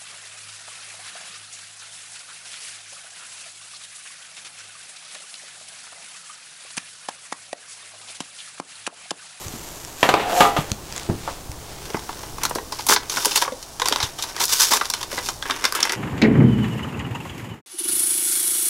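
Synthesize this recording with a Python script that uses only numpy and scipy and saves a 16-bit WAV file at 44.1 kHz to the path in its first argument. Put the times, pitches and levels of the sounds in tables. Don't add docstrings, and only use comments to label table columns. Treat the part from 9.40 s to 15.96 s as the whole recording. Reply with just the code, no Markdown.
import sys
import numpy as np
from scipy import signal
from scipy.fft import rfft, irfft, next_fast_len
from scipy.io import wavfile
from scipy.ndimage import map_coordinates

SR = 44100
rng = np.random.default_rng(int(sys.argv[2]) if len(sys.argv) > 2 else 0)


def materialize(psi):
    bounded = np.clip(np.atleast_2d(psi).T, -1, 1)
    quanta = np.round(bounded * 32767).astype(np.int16)
    wavfile.write(sys.argv[1], SR, quanta)


N = 289334

# time in seconds, level in dB, treble in dB,
# rattle decay in seconds, ring in dB, pitch in Hz that the contact point favours.
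TRAY_HITS = [(0.6296, 6, 0, 0.022, -8, 2200), (0.639, -12, -2, .09, -7, 2900),
             (.6900, 1, 3.5, 0.052, -6, 850), (0.7397, -1, -8, 0.016, -1, 695),
             (.797, -14.5, -3, 0.3, -4, 2800), (1.0059, 1, 7, 0.041, 1, 860),
             (1.015, -6, -3, 0.14, -2, 1250), (1.052, -17.5, -3, 0.12, 14.5, 1230),
             (1.1652, -9.5, 0, 0.12, -2, 1260)]
# pitch in Hz, level in dB, decay in seconds.
TRAY_MODES = [(266.4, -2, 0.24), (351, 0.5, 0.12), (434.5, -2, 0.42), (494, -7, 0.26), (540, -26, 0.27),
              (706, -3, 0.4), (805, -0.5, 0.31), (846, 8, 0.055), (1030, -11, 0.14), (990, -5, 0.36),
              (1164, -1, 0.23), (1220, 8.5, 0.11), (1330, -11, 0.33), (1700, -17, 0.48), (1970, -9, 0.4),
              (2245, -15, 0.31), (2930, -20, 0.2), (3370, -1, 0.12), (3580, -15, 0.17)]
# time in seconds, level in dB,
# fade in seconds.
FOIL_FLEXES = [(.64, -30.5, 0.12), (1.009, -22, 0.054), (1.2, -33, 0.056)]
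# time in seconds, crack, flap ring and treble in dB, decay in seconds.
SNAPS = [(3.034, -20.5, -25.5, 1, 0.033), (3.052, -19.5, -22.5, -1, .025), (3.095, -30.5, -39, 16, 0.034),
         (3.151, -27.5, -35.5, 2, 0.067), (3.322, -28, -27, -6, 0.053), (3.392, -35, -28, -14, 0.037),
         (3.4663, -21.5, -30, 15, 0.054), (3.489, -23, -24, -4, 0.05), (3.524, -20, -15.5, -15, 0.03),
         (3.562, -18.5, -19, -24, 0.043), (3.697, -22.5, -35, -8, 0.04), (3.77, -24, -22, -11, 0.066),
         (3.848, -19.5, -24, 2, 0.029), (3.856, -14, -22, 10, .02), (3.918, -24.5, -36, -24, 0.029),
         (3.959, -15, -23.5, -1, 0.03), (3.975, -18, -25, -8, .03), (4.022, -19.5, -17, -6, 0.037),
         (4.227, -34, -51, -4, 0.044), (4.398, -25.5, -27, -14, 0.028), (4.418, -21.5, -18, -8, 0.031),
         (4.457, -21, -23, -7, 0.052), (4.475, -25, -30, -10, .035), (4.485, -17.5, -25, 0, 0.0091),
         (4.524, -17.5, -21, -15, 0.024), (4.56, -22, -22.5, -12, 0.014), (4.602, -23.5, -26, -20, 0.062),
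         (4.628, -19, -26, -10.5, 0.094), (4.787, -29.5, -34.5, -6, 0.095), (4.824, -22, -47, -2, 0.035),
         (4.838, -29, -32, -2, 0.038), (5.004, -22.5, -24.5, -11, 0.11), (5.038, -20, -37, 4, 0.043),
         (5.054, -21, -47, 12, 0.015), (5.322, -20, -19.5, -19, .035), (5.335, -16, -16.5, 2, 0.042),
         (5.411, -27.5, -17.5, -25, 0.034), (5.5005, -20, -30, 1, 0.023), (5.537, -20, -27.5, -8, 0.032),
         (5.629, -26, -31.5, -7, 0.029), (5.887, -23, -25, -11, 0.041), (6.025, -27, -29, -17, 0.023),
         (6.098, -30.5, -21, 2, 0.078), (6.108, -21, -26, -24, 0.021), (6.241, -21, -19.5, -6, 0.039),
         (6.252, -15, -18.5, -12, 0.028), (6.3238, -25, -25.5, 14, 0.011), (6.35, -22.5, -23.5, 6, 0.1),
         (6.404, -23.5, -31, -10, 0.014), (6.428, -12.5, -29, -15, 0.026), (6.452, -27, -23.5, -2, 0.026),
         (6.495, -23, -25, -20, .02), (6.521, -24, -36, -1, .027)]
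# start and end in seconds, level in dB, pull on the box in dB.
RIPS = [(3.489, 3.542, -14.5, -7.5), (3.718, 3.995, -32, -21), (3.958, 3.976, -20.5, -16),
        (5.001, 5.042, -21.5, -12), (5.092, 5.294, -24, -26), (5.127, 5.133, -15.5, -22),
        (5.201, 5.237, -16.5, -42), (5.309, 5.375, -22, -8), (5.313, 5.343, -28.5, -4)]
# time in seconds, flap ring in dB, hollow knock in dB.
TAPS = [(2.502, -37, -34), (2.5445, -24, -35.5), (2.568, -29, -52), (2.691, -26.5, -37),
        (2.832, -34.5, -48), (2.982, -31, -44), (3.109, -24.5, -28), (3.157, -29, -27), (3.184, -26.5, -39),
        (3.865, -41, -26.5), (4.049, -28, -41), (4.078, -23.5, -29), (4.121, -43, -27), (4.513, -41, -26.5),
        (4.978, -35, -54), (5.727, -34, -31), (5.779, -23.5, -33), (6.055, -29, -41)]
# start and end in seconds, rub in dB, scratch in dB.
STROKES = [(2.421, 2.896, -45.5, -44), (3.014, 3.056, -35, -42), (3.327, 3.43, -46, -38),
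           (3.631, 3.659, -43, -47), (3.711, 4.031, -35.5, -31), (4.444, 4.666, -37, -36.5),
           (4.788, 4.903, -41.5, -38), (4.95, 4.998, -39.5, -39), (5.012, 5.189, -54, -33),
           (5.208, 5.258, -37.5, -24.5), (5.305, 5.457, -39.5, -34.5), (5.537, 5.622, -39.5, -39),
           (5.715, 5.797, -34.5, -34), (5.831, 5.894, -44, -32), (6.057, 6.283, -36, -39),
           (6.347, 6.537, -30.5, -37.5)]
HOLDING_STROKE = (2.5, 6.56, -53.5, -45.5)
# time in seconds, level in dB, pitch in Hz,
# puff decay in seconds.
BUMPS = [(.062, -29, 101, .09), (0.138, -24.5, 175, 0.15), (1.031, -21, 200, 0.08), (1.187, -13, 141, .11),
         (1.316, -17.5, 116, .065), (1.69, -12.5, 345, 0.24), (1.697, -12, 118, 0.22),
         (1.699, -16.5, 650, 0.061), (1.877, -13, 785, 0.12), (2.092, -22.5, 58, .1),
         (2.546, -12, 282, 0.077), (3.065, -37, 107, .25), (3.158, -16.5, 363, 0.24),
         (4.634, -20, 112, 0.059)]
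# time in seconds, level in dB, swell and fade time in seconds.
MITT_TUGS = [(1.3, -35.5, 0.017), (1.58, -33.5, 0.1), (1.889, -35, 0.077), (2.33, -39.5, 0.16)]
# time in seconds, level in dB.
CLOTH_TICKS = [(0.083, -16), (.449, -18), (1.3175, -5), (1.525, -16), (1.563, -15), (1.579, -12.5),
               (1.597, -21), (1.633, -22), (2.117, -20)]

# time in seconds, level in dB.
SLIDE_LEVEL = [(.78, -48), (.84, -37), (.9, -21), (.96, -24), (1.0, -15.5), (1.04, -27), (1.13, -31),
               (1.22, -51)]
RUMBLE_LEVEL = [(0.0, -46), (0.55, -49), (1.11, -45.5), (2.57, -46), (2.98, -44), (4.13, -52.5),
                (4.68, -49.5), (5.37, -53.5), (5.79, -45.5), (6.56, -56)]

# pitch in Hz, width in Hz, level in dB.
SLIDE_MODES = [(357, 37, -17), (520, 58, -4.5), (717, 55, 4), (810, 34, -8), (1090, 340, -21),
               (2500, 420, -25)]
BOX_MODES = [(258, 42, 10), (399, 165, 15), (537, 34, 9.5)]
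PANEL_MODES = [(925, 28, 3.5), (1185, 120, -22.5), (1522, 14, 5.5), (3130, 73, -9), (3595, 120, 0),
               (5500, 23, -3), (6860, 57, -50)]
FLAP_MODES = [(958, 280, 8), (1145, 150, -6), (1370, 150, -5), (1582, 108, 1.5), (2013, 76, 2)]
TORN_EDGE_MODES = [(2660, 310, 6), (3600, 350, -6), (4900, 480, 15), (5930, 1700, 4), (7600, 820, -17),
                   (10800, 2600, 4)]

# frequency in Hz, level in dB.
CLANK_COLOUR = [(40, -23), (140, -2.5), (230, -1.5), (430, 2), (780, 4.5), (1250, -2.5), (1900, -4.5),
                (2900, -5.5), (3700, -9.5), (5000, -17.5), (9000, -27), (16000, -36)]
FOIL_COLOUR = [(900, 0.5), (2500, -0.5), (5000, -1.5), (7200, 3), (9500, -7.5), (12000, -1), (16000, -20.5)]
SNAP_COLOUR = [(400, -69), (1200, -27), (2300, -3.5), (3600, 1), (5800, 5), (8000, -3), (11000, -5),
               (16000, -18)]
RIP_COLOUR = [(100, -47), (250, -39), (450, -10), (650, -23), (1000, -3.5), (2300, -7), (4000, -3),
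              (6000, 2), (8200, -3.5), (11000, -5.5), (16000, -11)]
RUB_COLOUR = [(150, -19), (350, 7.5), (650, -2), (1000, 4.5), (1600, 2.5), (3000, 1), (8000, -47)]
SCRATCH_COLOUR = [(1200, -21.5), (3500, 4.5), (5600, 13), (8000, 4.5), (11000, 5), (16000, -8)]
CLOTH_COLOUR = [(700, 2), (1800, -1), (4000, -1.5), (6800, -3.5), (9000, -9), (12000, -18), (16000, -39)]
TICK_COLOUR = [(700, -6), (4500, -1), (7000, 4.5), (9500, -6.5), (16000, -25.5)]
FAN_COLOUR = [(40, -15), (100, -10.5), (200, -11.5), (350, -14), (700, 0), (1100, -4.5), (2200, -19.5),
              (3500, -14.5), (6000, -11), (10000, -14), (14000, -50), (16000, -40)]
RUMBLE_COLOUR = [(20, 2), (60, -0.5), (130, -2), (220, -10.5), (330, -4), (600, -14), (1500, -25)]

# frequency in Hz, decay in seconds.
ROOM_DECAY = [(100, 0.43), (800, 0.22), (4000, 0.21), (14000, 0.1)]

KNOCK_DB = -13


def tray(ring_db=-12, clank_db=1, buzz_db=-22, buzz_t60=0.76, focus_db_per_octave=6):
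    out, t = np.zeros(N), np.arange(SR * 2 // 3) / SR
    for s, db, bright_db, t60, sheet_db, focus_hz in TRAY_HITS:
        rattle = rng.standard_normal(len(t)) * (dying(t, t60) + amp(buzz_db) * dying(t, buzz_t60))
        clank = amp(clank_db) * peaked(coloured(rattle, CLANK_COLOUR, bright_db))
        ring = np.zeros(len(t))
        for hz, mode_db, mode_t60 in TRAY_MODES:
            gain = amp(mode_db + rng.normal() - focus_db_per_octave * abs(np.log2(hz / focus_hz)))
            ring += gain * dying(t, mode_t60) * np.sin(2 * np.pi * (hz * t + rng.random()))
        add(out, s, amp(db) * (clank + amp(ring_db + sheet_db) * ring / 2))
    return out


def slide():
    slips = grains(per_s=840, spread_db=-0.5)
    return level_curve(SLIDE_LEVEL) * unit(resonate(slips, SLIDE_MODES))


def foil(crinkle_db=-1, carry_db=-36.5, fade_db_per_s=9, lands_s=0.63, swell_s=0.06):
    carried = amp(carry_db - fade_db_per_s * np.arange(N) / SR) * gesture(0, lands_s, swell_s, swell_s)
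    flexes = [amp(db) * gesture(s, s, swell_s, fall_s) for s, db, fall_s in FOIL_FLEXES]
    crinkle = unit(coloured(grains(per_s=8200, spread_db=10), FOIL_COLOUR))
    return amp(crinkle_db) * np.max([carried] + flexes, axis=0) * crinkle


def snaps():
    out = np.zeros(N)
    for s, crack_db, flap_db, bright_db, t60 in SNAPS:
        for delay_s, db in [(-0.011, -24.5), (0, 0), (0.0105, -13)]:
            snap = buckle(crack_db, flap_db, flap_db + KNOCK_DB, flap_hz(s), bright_db, t60)
            add(out, s + delay_s, amp(db) * snap)
    return out


def buckle(crack_db, flap_db, knock_db, focus_hz, bright_db, t60, attack_s=0.00024, plain_bright_db=-8):
    t = np.arange(SR // 12) / SR
    spike = amp(5) * dying(t, t60=0.0014)
    settling = amp(-19) * dying(t, t60=0.024)
    strain = spike + dying(t, t60) + settling
    fibres = rng.standard_normal(len(t)) * strain * (1 - np.exp(-t / attack_s))
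    crack = coloured(fibres, SNAP_COLOUR, bright_db - plain_bright_db)
    crease_hz = 4000 * np.exp(0.29 * rng.normal())
    crack = card_panels(crack) + resonate(crack, [(crease_hz, 450, 5)])
    flap = resonate(fibres, gripped(FLAP_MODES, spread_db=6.5, detune=0.037))
    flap = resonate(flap, [(focus_hz, 650, 0)])
    knock = resonate(fibres, gripped(BOX_MODES, spread_db=8, detune=0.07))
    knock = resonate(knock, [(450, 230, 0)])
    return amp(crack_db) * struck(crack) + amp(flap_db) * struck(flap) + amp(knock_db) * struck(knock)


def flap_hz(s, shut_hz=1016, open_hz=1490, opens_s=5.95):
    return shut_hz if s < opens_s else open_hz


def gripped(modes, spread_db, detune):
    return [(hz * np.exp(detune * rng.normal()), width, db + spread_db * rng.normal())
            for hz, width, db in modes]


def card_panels(x):
    return x + resonate(x, PANEL_MODES)


def rips(rise_s=0.0027, fall_s=0.0058, knock_db=-5):
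    tear = tearing()
    tugs = grains(per_s=450, spread_db=6)
    body = resonate(tugs, FLAP_MODES) + amp(knock_db) * resonate(tugs, BOX_MODES)
    body = unit(resonate(body, [(960, 1500, 0)]))
    return sum(amp(db) * gesture(start, end, rise_s, fall_s) * (tear + amp(body_db) * body)
               for start, end, db, body_db in RIPS)


def tearing(shift_db=6, shifts_per_s=45):
    breaks = coloured(grains(per_s=3200, spread_db=4), RIP_COLOUR)
    edge = np.zeros(N)
    for mode in TORN_EDGE_MODES:
        drift = np.clip(wobble(shifts_per_s), -2, 2)
        edge += resonate(breaks, [mode]) * amp(shift_db * (drift - 4.5))
    return unit(card_panels(breaks) + edge)


def taps(crack_db=-38.5, bright_db=-7, t60=0.038):
    out = np.zeros(N)
    for s, flap_db, knock_db in TAPS:
        add(out, s, buckle(crack_db, flap_db, knock_db, flap_hz(s), bright_db, t60))
    return out


def fingers(gain_db=-1):
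    rub_level, scratch_level = np.zeros(N), np.zeros(N)
    for start, end, rub_db, scratch_db in STROKES + [HOLDING_STROKE]:
        stroke = gesture(start, end, rise_s=0.013, fall_s=0.044)
        rub_level = np.maximum(rub_level, amp(rub_db) * stroke)
        scratch_level = np.maximum(scratch_level, amp(scratch_db) * stroke)
    rub = unit(card_panels(coloured(grains(per_s=900, spread_db=5.5), RUB_COLOUR)))
    scratch = unit(card_panels(coloured(grains(per_s=2500, spread_db=7.5), SCRATCH_COLOUR)))
    return amp(gain_db) * (rub_level * rub + scratch_level * scratch)


def crackle(per_s=28, gain_db=1.5, spread_db=3.5, bright_db=-7, flap_db=-1, t60=0.029):
    out = np.zeros(N)
    for start, end, rub_db, scratch_db in STROKES:
        for slot in np.arange(start, end, 1 / per_s):
            s = rng.uniform(slot, min(slot + 1 / per_s, end))
            size = amp(gain_db + spread_db * rng.normal())
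            crease = buckle(scratch_db, rub_db + flap_db, rub_db + KNOCK_DB, flap_hz(s), bright_db, t60)
            add(out, s, size * crease)
    return out


def bumps(damping=0.98, puff_db=-6, push_db=-1, push_cycles=3):
    out, t = np.zeros(N), np.arange(SR // 3) / SR
    for s, db, hz, t60 in BUMPS:
        body = [(hz, damping * hz, 0)]
        push = np.sin(2 * np.pi * hz * t) * dying(t, push_cycles / hz) * (1 - np.exp(-2 * hz * t))
        burst = rng.standard_normal(len(t)) * dying(t, t60)
        puff = resonate(resonate(burst, body), body)
        add(out, s, amp(db) * (amp(push_db) * peaked(push) + amp(puff_db) * peaked(puff)))
    return out


def mitt(cloth_db=-1, tick_db=1, tick_t60=0.0048):
    drag = sum(amp(db) * gesture(s, s, swell, swell) for s, db, swell in MITT_TUGS)
    out = amp(cloth_db) * drag * unit(coloured(grains(per_s=10000, spread_db=11.5), CLOTH_COLOUR))
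    t = np.arange(SR // 20) / SR
    for s, db in CLOTH_TICKS:
        burst = rng.standard_normal(len(t)) * dying(t, tick_t60)
        add(out, s, amp(db + tick_db) * peaked(coloured(burst, TICK_COLOUR)))
    return out


def oven_fan(fan_db=-44, rumble_db=6):
    rush = unit(coloured(rng.standard_normal(N), FAN_COLOUR))
    rumble = unit(coloured(rng.standard_normal(N), RUMBLE_COLOUR))
    return amp(fan_db) * rush + amp(rumble_db) * level_curve(RUMBLE_LEVEL) * rumble


def kitchen_echo(x, delay_s=0.006, patterns=8):
    out = np.zeros(N)
    for k in range(patterns):
        hz, t, noise = signal.stft(rng.standard_normal(SR // 2), SR, nperseg=256)
        fade = np.exp(-np.log(1000) * t / along(ROOM_DECAY, hz)[:, None])
        tail = signal.istft(noise * fade, SR, nperseg=256)[1]
        start, end = k * N // patterns, (k + 1) * N // patterns
        add(out, start / SR + delay_s, signal.fftconvolve(x[start:end], tail / np.linalg.norm(tail)))
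    return out


def amp(db):
    return 10 ** (np.asarray(db) / 20)


def unit(x):
    return x / np.sqrt(np.mean(x ** 2) + 1e-20)


def peaked(x):
    return x / (np.abs(x).max() + 1e-20)


def struck(x, window_s=0.0098):
    return x / np.sqrt(np.mean(x[:round(window_s * SR) + 1] ** 2) + 1e-20)


def along(points, hz):
    known_hz, values = np.transpose(points)
    return np.interp(np.log(hz + 1), np.log(known_hz + 1), values)


def level_curve(rows):
    s, db = np.transpose(rows)
    return amp(np.interp(np.arange(N) / SR, s, db, left=-120, right=-120))


def gesture(start, end, rise_s, fall_s):
    t = np.arange(N) / SR
    return np.exp(np.minimum(t - start, 0) / rise_s - np.maximum(t - end, 0) / fall_s)


def dying(t, t60):
    return np.exp(-np.log(1000) * t / max(t60, 1e-4))


def grains(per_s, spread_db):
    sizes = amp(spread_db * np.clip(rng.standard_normal(N), -2, 2)) * rng.choice([-1, 1], N)
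    return unit(sizes * (rng.random(N) < per_s / SR))


def wobble(per_s):
    points = rng.standard_normal(int(N * per_s / SR) + 4)
    return map_coordinates(points, [np.arange(N) * per_s / SR], order=1)


def add(track, s, sound):
    part = track[max(round(s * SR), 0):][:len(sound)]
    part += sound[:len(part)]


def coloured(x, colour, bright_db=0, treble_hz=6500.0):
    size = 2 * next_fast_len(len(x) // 2 + 1024, True)
    hz = np.fft.rfftfreq(size, 1 / SR)
    treble = hz ** 4 / (hz ** 4 + treble_hz ** 4)
    cepstrum = irfft(np.log(amp(along(colour, hz) + bright_db * treble)))
    cepstrum[1:size // 2] *= 2
    cepstrum[size // 2 + 1:] = 0
    return irfft(rfft(x, size) * np.exp(rfft(cepstrum)))[:len(x)]


def resonate(x, modes):
    size = 2 * next_fast_len(len(x) // 2 + 1024, True)
    f = np.fft.rfftfreq(size, 1 / SR)
    response = sum(amp(db) * 1j * f * width / (hz * hz - f * f + 1j * f * width)
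                   for hz, width, db in modes)
    return irfft(rfft(x, size) * response, size)[:len(x)]


def scene(tray_room_db=-10, box_room_db=-13, soft_room_db=-16):
    hob = tray() + slide()
    soft = bumps() + mitt() + foil()
    box = snaps() + taps() + rips() + fingers() + crackle()
    room = kitchen_echo(amp(tray_room_db) * hob + amp(box_room_db) * box + amp(soft_room_db) * soft)
    return (hob + soft + box + room + oven_fan())[None]


def record(dry, top_hz=15800):
    rounded = dry / (1 + np.abs(dry) ** 6) ** (1 / 6)
    size = next_fast_len(N + 4096)
    kept = np.fft.rfftfreq(size, 1 / SR) < top_hz
    return irfft(rfft(rounded, size) * kept, size)[:, :N]


dry = scene()
out = record(dry)
materialize(out)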